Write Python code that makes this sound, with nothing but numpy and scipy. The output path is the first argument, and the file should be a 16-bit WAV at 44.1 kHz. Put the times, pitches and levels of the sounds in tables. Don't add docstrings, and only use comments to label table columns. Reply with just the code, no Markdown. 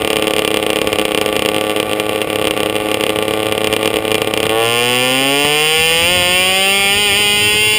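import sys
import numpy as np
from scipy import signal
from scipy.fft import rfft, irfft, next_fast_len
from scipy.io import wavfile

SR = 44100
rng = np.random.default_rng(int(sys.argv[2]) if len(sys.argv) > 2 else 0)


def decibels_to_gain(level_db):
    exponent = np.asarray(level_db, float) / 20
    return 10 ** exponent


def unload_audio(sound):
    columns = np.transpose(np.atleast_2d(sound))
    steps = np.round(np.clip(columns, -1, 1) * 32767)
    wavfile.write(sys.argv[1], SR, steps.astype(np.int16))


N = 343098

# [t/s, turn rate f/Hz]
HELD_SPEED = [(0.0, 109.31), (0.2, 107.0), (1.0, 105.54), (2.9, 105.98), (3.4, 107.45), (4.3, 108.34),
              (4.5, 109.4)]
# [t/s, firing rate f/Hz]
LAUNCH_SPEED = [(4.6, 113.7), (5.11, 129), (5.37, 142.2), (5.7, 156.5), (5.97, 166), (6.26, 178),
                (6.74, 197.4), (7.39, 207), (7.62, 212.4), (7.78, 213.8)]
# [t/s, speed change f/Hz, width/s]
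TYRE_SLIPS = [
    (6.13, 7.5, 0.048),
    (6.891, -1.5, .05),
    (7.01, 5.5, .055),
    (7.119, -6, .025),
    (7.199, 3.5, .03),
]
# [t/s, surges so far, bang level/dB, lull level/dB]
SURGES = [(-0.0973, 0.0, -3.8, -21.9), (0.2244, 11.0, -3.4, -22.0), (0.2779, 13.0, -5.3, -22.3),
          (0.4206, 18.0, -5.0, -23.0), (0.603, 24.0, -7.3, -17.5), (0.7669, 29.0, -4.3, -24.4),
          (0.8973, 34.0, -6.0, -19.1), (1.1805, 43.0, -2.9, -26.0), (1.2937, 46.0, -12.0, -14.2),
          (1.3639, 48.0, -3.7, -25.1), (1.5823, 55.0, -8.2, -17.3), (1.7014, 59.0, -8.1, -17.8),
          (2.0308, 69.0, -10.9, -15.2), (2.0981, 71.0, -6.9, -20.2), (2.303, 78.0, -6.3, -22.0),
          (2.3341, 79.0, -10.2, -16.5), (2.4785, 84.0, -4.8, -23.4), (2.7613, 93.0, -8.5, -19.1),
          (2.8631, 97.0, -11.1, -14.6), (2.975, 101.0, -4.1, -22.4), (3.1962, 108.0, -7.6, -23.1),
          (3.2787, 111.0, -9.9, -18.7), (3.4661, 117.0, -7.2, -19.7), (3.4915, 118.0, -7.3, -21.5),
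          (3.829, 129.0, -5.2, -21.2), (3.9671, 134.0, -5.5, -22.9), (4.0173, 136.0, -8.2, -16.7),
          (4.2506, 143.0, -7.6, -20.8), (4.4036, 148.0, -3.1, -23.7), (4.4999, 151.0, -7.9, -20.1)]
# [t/s, blast level/dB]
STRAY_TURNS = [(.326, -26), (.5137, -6), (.6268, -5), (.655, -26), (.6644, -4), (.6738, -26), (.7303, -5),
               (.976, -26), (.9853, -4), (1.0422, -26), (1.2511, -16), (1.2608, -4), (1.3272, -6),
               (1.45, -7), (1.5633, -5), (2.0925, -6), (2.6307, -5), (2.697, -6), (3.1591, -6),
               (3.3367, -6), (3.5785, -4), (3.6989, -15), (3.7361, -3), (3.7917, -13), (4.1155, -2),
               (4.1526, -3), (4.3099, -11), (4.4021, -5), (4.4297, -4), (4.494, -4)]
# [t/s, drone level/dB, crack level/dB]
THROTTLE = [(4.55, -0.5, -15.5), (4.9, -1.5, -13.5), (5.3, -1.5, -14), (5.9, -1.5, -11), (6.7, -1.5, -13),
            (7.2, -3, -12), (7.78, -5, -13)]
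# [t/s, rumble level/dB]
ROAD_RUMBLE = [
    (4.6, -42),
    (4.9, -46),
    (5.1, -61),
    (5.72, -60),
    (5.81, -38),
    (6.15, -33.5),
    (6.68, -48),
    (6.9, -33.5),
    (7.78, -37),
]
# [t/s, peak level/dB, thud f/Hz]
FRAME_KNOCKS = [
    (4.453, -6, 153),
    (5.448, -1.5, 143),
    (6.222, -8, 107),
    (6.586, -17, 91.5),
    (6.795, -13, 203.6),
]
# [loudest t/s, lasts/s, extra path/s, echo level/dB]
GUARD_RAILS = [
    (5.806, 0.1, 0.014, -15),
    (6.653, 0.27, .0143, -8.5),
    (7.001, 0.23, 0.011, -12.5),
    (7.65, 0.53, 0.017, -8),
]
# [f/Hz, width/Hz, level/dB]
PIPE = [(320, 47, 10), (463, 123, 16), (670, 210, 0), (1114, 81, 6), (1343, 53, -36)]
# [f/Hz, rms level/dB]
HOT_PIPE = [(110, -30.5), (230, -35.5), (275, -17.5), (390, -27.5), (480, -23.5), (760, -28.5), (1350, -34),
            (1900, -36)]
# [f/Hz, width/Hz, level/dB]
CASE_LOW = [(2044, 780, 23), (2387, 44, 21.5), (2730, 119, 19), (3130, 150, 14), (3860, 120, 10)]
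# [f/Hz, width/Hz, level/dB]
CASE_HIGH = [(3880, 120, 38), (4715, 470, 47), (5960, 910, -27)]
# [f/Hz, width/Hz]
NULLS = [(955, 94), (1300, 137), (1640, 285), (4300, 200)]
PUFF_DB = (-48, -44, -44)

FIRST_TURN = -.184
LAUNCH_S, TAKE_UP_S = 4.51, .16
BUILD, RIPE, SPENT, EMPTY = -.43, -.15, .045, .165
FICKLE_DB, CATCH_DB = 4.5, -9.5
WEAK_DB, SINK = -17, .7
EDGE_DB = -32
RETURN_S, GROUND_S, BARRIER_S = .00309, .00235, .0117
RETURN_DB, RETURN_BRIGHT_DB, GROUND_DB, BARRIER_DB = -15.5, -18.5, -13.5, -25
HOT_RETURN, HOT_RETURN_S = .8, .00316
CLATTER_DB = -29.5
SHAKE_DB, SHAKE_BUILD_S = -38.5, 3.4
HOLD_HZ = 12000
EDGE_LOSS_HZ, EDGE_LOSS_WIDTH_HZ = 5950, 900


def in_time(rows, at):
    s, *columns = np.transpose(rows)
    return [np.interp(at, s, column) for column in columns]


def resonate(x, modes):
    out = 0
    for hz, width, db in modes:
        r = np.exp(-np.pi * width / SR)
        zeros = [(1 - r * r) / 2, 0, (r * r - 1) / 2]
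        poles = [1, -2 * r * np.cos(2 * np.pi * hz / SR), r * r]
        out = out + decibels_to_gain(db) * signal.lfilter(zeros, poles, x)
    return out


def unit(modes):
    ring = resonate(np.eye(1, 4096)[0], modes)
    return 1 / np.sqrt(np.sum(ring ** 2))


def clicks(at_s, sizes):
    at = np.asarray(at_s)[:, None] * SR
    index = np.floor(at) + np.arange(-8, 9)
    shape = np.sinc(index - at) * np.cos((index - at) * np.pi / 19) ** 2
    out = np.full(N + 32, 1e-18)
    place = np.clip(index + 16, 0, N + 31).astype(int)
    np.add.at(out, place, shape * np.asarray(sizes)[:, None])
    return out[16:N + 16]


def fade(x, ms):
    return signal.lfilter([1], [1, -np.exp(-1000 / (ms * SR))], x)


def later(x, s):
    return np.interp(np.arange(N) - s * SR, np.arange(N), x, left=0)


def drift(hz):
    r = np.exp(-2 * np.pi * hz / SR)
    slow = signal.lfilter([1], [1, -2 * r, r * r], rng.standard_normal(N + SR))[SR:]
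    return slow / slow.std()


def turns_per_s(t):
    held = in_time(HELD_SPEED + [LAUNCH_SPEED[0]], t)[0]
    climb = in_time(LAUNCH_SPEED, t)[0]
    for s, hz, width in TYRE_SLIPS:
        climb = climb + hz * np.exp(-.5 * ((t - s) / width) ** 2)
    return np.where(t < LAUNCH_SPEED[0][0], held, climb)


def crank():
    return FIRST_TURN + np.cumsum(turns_per_s(np.arange(N) / SR)) / SR


def taken_up(t):
    return np.clip((t - LAUNCH_S) / TAKE_UP_S, 0, 1)


def surging(at, luck):
    count, bang_db, lull_db = in_time(SURGES, at)
    phase = (count + .5) % 1 - .5
    ripe = np.interp(phase, [BUILD, RIPE, SPENT, EMPTY], [0, 1, 1, 0])
    blend = ripe * decibels_to_gain(bang_db / 2) + (1 - ripe) * decibels_to_gain(lull_db / 2)
    db = 2 * 20 * np.log10(blend) + FICKLE_DB * luck
    db = np.where(at > LAUNCH_S, CATCH_DB + luck, db)
    for s, stray_db in STRAY_TURNS:
        db[np.argmin(np.abs(at - s))] = stray_db
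    return np.minimum(db - SINK * np.maximum(WEAK_DB - db, 0), -2)


def blasts(turns):
    at = np.interp(np.arange(np.ceil(turns[0]), turns[-1]), turns, np.arange(N) / SR)
    luck = rng.standard_normal((1200, 4))[:len(at)]
    blast = surging(at, luck[:, 0])
    pipe = 15.7 + 0.72 * blast + 0.58 * luck[:, 1]
    edge = EDGE_DB + 1.6 * blast
    crack = 19.97 + 1.55 * blast

    share = taken_up(at)
    spread_db = np.log10(SR / turns_per_s(at)) * 10
    steady = in_time(THROTTLE, at)[1] + spread_db + 0.2 * luck[:, 0]
    crack = crack + share * (steady - crack)
    warming_db = -6.0 * np.exp(-np.maximum(at - 4.6, 0) / 0.22)
    steady_edge = crack - 14.0 + warming_db + 1.22 * (at - 4.6) + 0.49 * luck[:, 2]
    edge = edge + share * (steady_edge - edge)
    return at + 1e-5 * luck[:, 3], pipe, crack, edge


def exhaust(turns):
    at, pipe, crack, edge = blasts(turns)
    uneven = np.sqrt(1 - taken_up(at))
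    strengths = (decibels_to_gain(pipe) * uneven, decibels_to_gain(crack), decibels_to_gain(edge))
    rung = []
    for sizes, modes, puff_db in zip(strengths, (PIPE, CASE_LOW, CASE_HIGH), PUFF_DB):
        train = clicks(at, sizes)
        puff = decibels_to_gain(puff_db) * fade(np.abs(train), 5.3) * rng.standard_normal(N)
        rung.append(unit(modes) * resonate(puff - train, modes))
    boom = signal.sosfilt(signal.butter(2, 2200, fs=SR, output="sos"), rung[0])
    bright = resonate(rung[1], [(2986, 694, 5.1)]) + rung[2]

    ground = decibels_to_gain(GROUND_DB) * later(bright, GROUND_S)
    barrier_db = BARRIER_DB - 4.1 * np.clip(np.arange(N) / SR - 4.7, 0, 2)
    barrier = decibels_to_gain(barrier_db) * later(bright, BARRIER_S)
    echoes = ground + barrier + rails(bright)
    back = decibels_to_gain(RETURN_DB) * boom + decibels_to_gain(RETURN_BRIGHT_DB) * bright
    returns = decibels_to_gain(RETURN_DB) * later(back, 2 * RETURN_S) - later(back, RETURN_S)
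    return boom + bright + returns + echoes


def clatter(turns):
    t = np.arange(N) / SR
    level = CLATTER_DB + 0.12 * np.clip(t - 4.5, 0, 1) + 2.0 * drift(31)
    beat = 1 + 0.16 * np.cos(4 * np.pi * turns)
    noise = decibels_to_gain(level) * beat * rng.standard_normal((3, N))
    body = decibels_to_gain(1.0 - 5 * taken_up(t)) * unit(PIPE) * resonate(noise[0], PIPE)
    cavity = unit(CASE_LOW) * resonate(resonate(noise[1], CASE_LOW), [(2450, 640, 0.0061)])
    hiss = decibels_to_gain(-46.0) * unit(CASE_HIGH) * resonate(noise[2], CASE_HIGH)
    return body + cavity + hiss


def shake(turns):
    t = np.arange(N) / SR
    rumble_db = in_time(ROAD_RUMBLE, t)[0]
    build = np.clip(t / SHAKE_BUILD_S, .1, 1) * (t < 4.6)
    tone = decibels_to_gain(SHAKE_DB + drift(18)) * build * np.sin(2 * np.pi * turns)

    halves = np.sin(np.pi * turns)
    halves = halves + decibels_to_gain(-3.0) * np.sin(3 * np.pi * turns) + decibels_to_gain(-18.0) * np.sin(5 * np.pi * turns)
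    throb = decibels_to_gain(rumble_db + 5.6 * drift(22)) * (t > 5.7) * halves

    low_band = signal.butter(2, [45, 190], "band", fs=SR, output="sos")
    lumps = signal.sosfilt(low_band, rng.standard_normal(N))
    lumps_db = np.where(t < 4.6, -41.0, rumble_db - 2.5) + 4.1 * drift(39)
    return tone + throb + decibels_to_gain(lumps_db) * lumps / lumps.std()


def knocks():
    low_pass = signal.butter(4, 3800, fs=SR, output="sos")
    out = 0
    for s, db, hz in FRAME_KNOCKS:
        hit = clicks([s], [decibels_to_gain(db)])
        thud = decibels_to_gain(32.5) * resonate(hit, [(hz, 60, 0)])
        rattle = signal.sosfilt(low_pass, fade(np.abs(hit), 6.1) * rng.standard_normal(N))
        pipe_rattle = decibels_to_gain(-19.0) * resonate(rattle, PIPE)
        case_rattle = decibels_to_gain(-6.0) * resonate(rattle, [(1300, 1700, 0), (2880, 1200, 0)])
        out = out + thud + pipe_rattle + case_rattle
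    return out


def drone(turns):
    t = np.arange(int(LAUNCH_S * SR), N) / SR
    rate = turns_per_s(t)
    hz, db = np.transpose(HOT_PIPE)
    late = turns[-len(t):] - .0002 * rate
    partials = 0
    for k in range(1, 17):
        comb = 1 - HOT_RETURN * np.exp(-2j * np.pi * k * rate * HOT_RETURN_S)
        pipe_db = np.interp(np.log(k * rate), np.log(hz), db)
        level = in_time(THROTTLE, t)[0] + pipe_db + 1.07 * drift(8.2)[-len(t):]
        wave = np.real(comb * np.exp(2j * np.pi * k * late - .6j))
        partials = partials + (k * rate < 2000) * decibels_to_gain(level) * wave
    return np.r_[np.zeros(N - len(t)), -np.sqrt(2) * partials * np.sqrt(taken_up(t))]


def rails(bright):
    t = np.arange(N) / SR
    out = 0
    for s, lasts, path, db in GUARD_RAILS:
        swell = np.exp(-.5 * ((t - s) / lasts) ** 2)
        out = out + decibels_to_gain(db) * swell * later(bright, path)
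    return out


def scene():
    turns = crank()
    return (exhaust(turns) + drone(turns) + clatter(turns) + shake(turns) + knocks())[None]


def hold(x):
    x = signal.sosfilt(signal.cheby2(12, 30, HOLD_HZ / 2, fs=SR, output="sos"), x)
    x = x - .85 * resonate(x, [(EDGE_LOSS_HZ, EDGE_LOSS_WIDTH_HZ, 0)])
    mirrored = x * (1 + 2 * np.cos(2 * np.pi * HOLD_HZ * np.arange(N) / SR))
    size = next_fast_len(N)
    slope = np.sinc(np.arange(size // 2 + 1) * SR / size / HOLD_HZ)
    return irfft(rfft(mirrored, size) * slope, size)[..., :N]


def roll_off(x):
    return signal.sosfilt(signal.butter(12, 16490, fs=SR, output="sos"), x)


def record(dry):
    x = dry
    for hz, width in NULLS:
        x = x - 0.9 * resonate(x, [(hz, width, 0)])
    x = 1.113 * np.tanh((np.abs(x) / 1.171) ** 2.247) ** 0.38 * np.sign(x)
    x = signal.sosfilt(signal.butter(2, 30, "high", fs=SR, output="sos"), x)
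    x = np.clip(hold(x), -.79, .79)
    x = signal.sosfilt(signal.cheby2(10, 60, 16500, fs=SR, output="sos"), x)
    return roll_off(x)


dry = scene()
out = record(dry)
unload_audio(out)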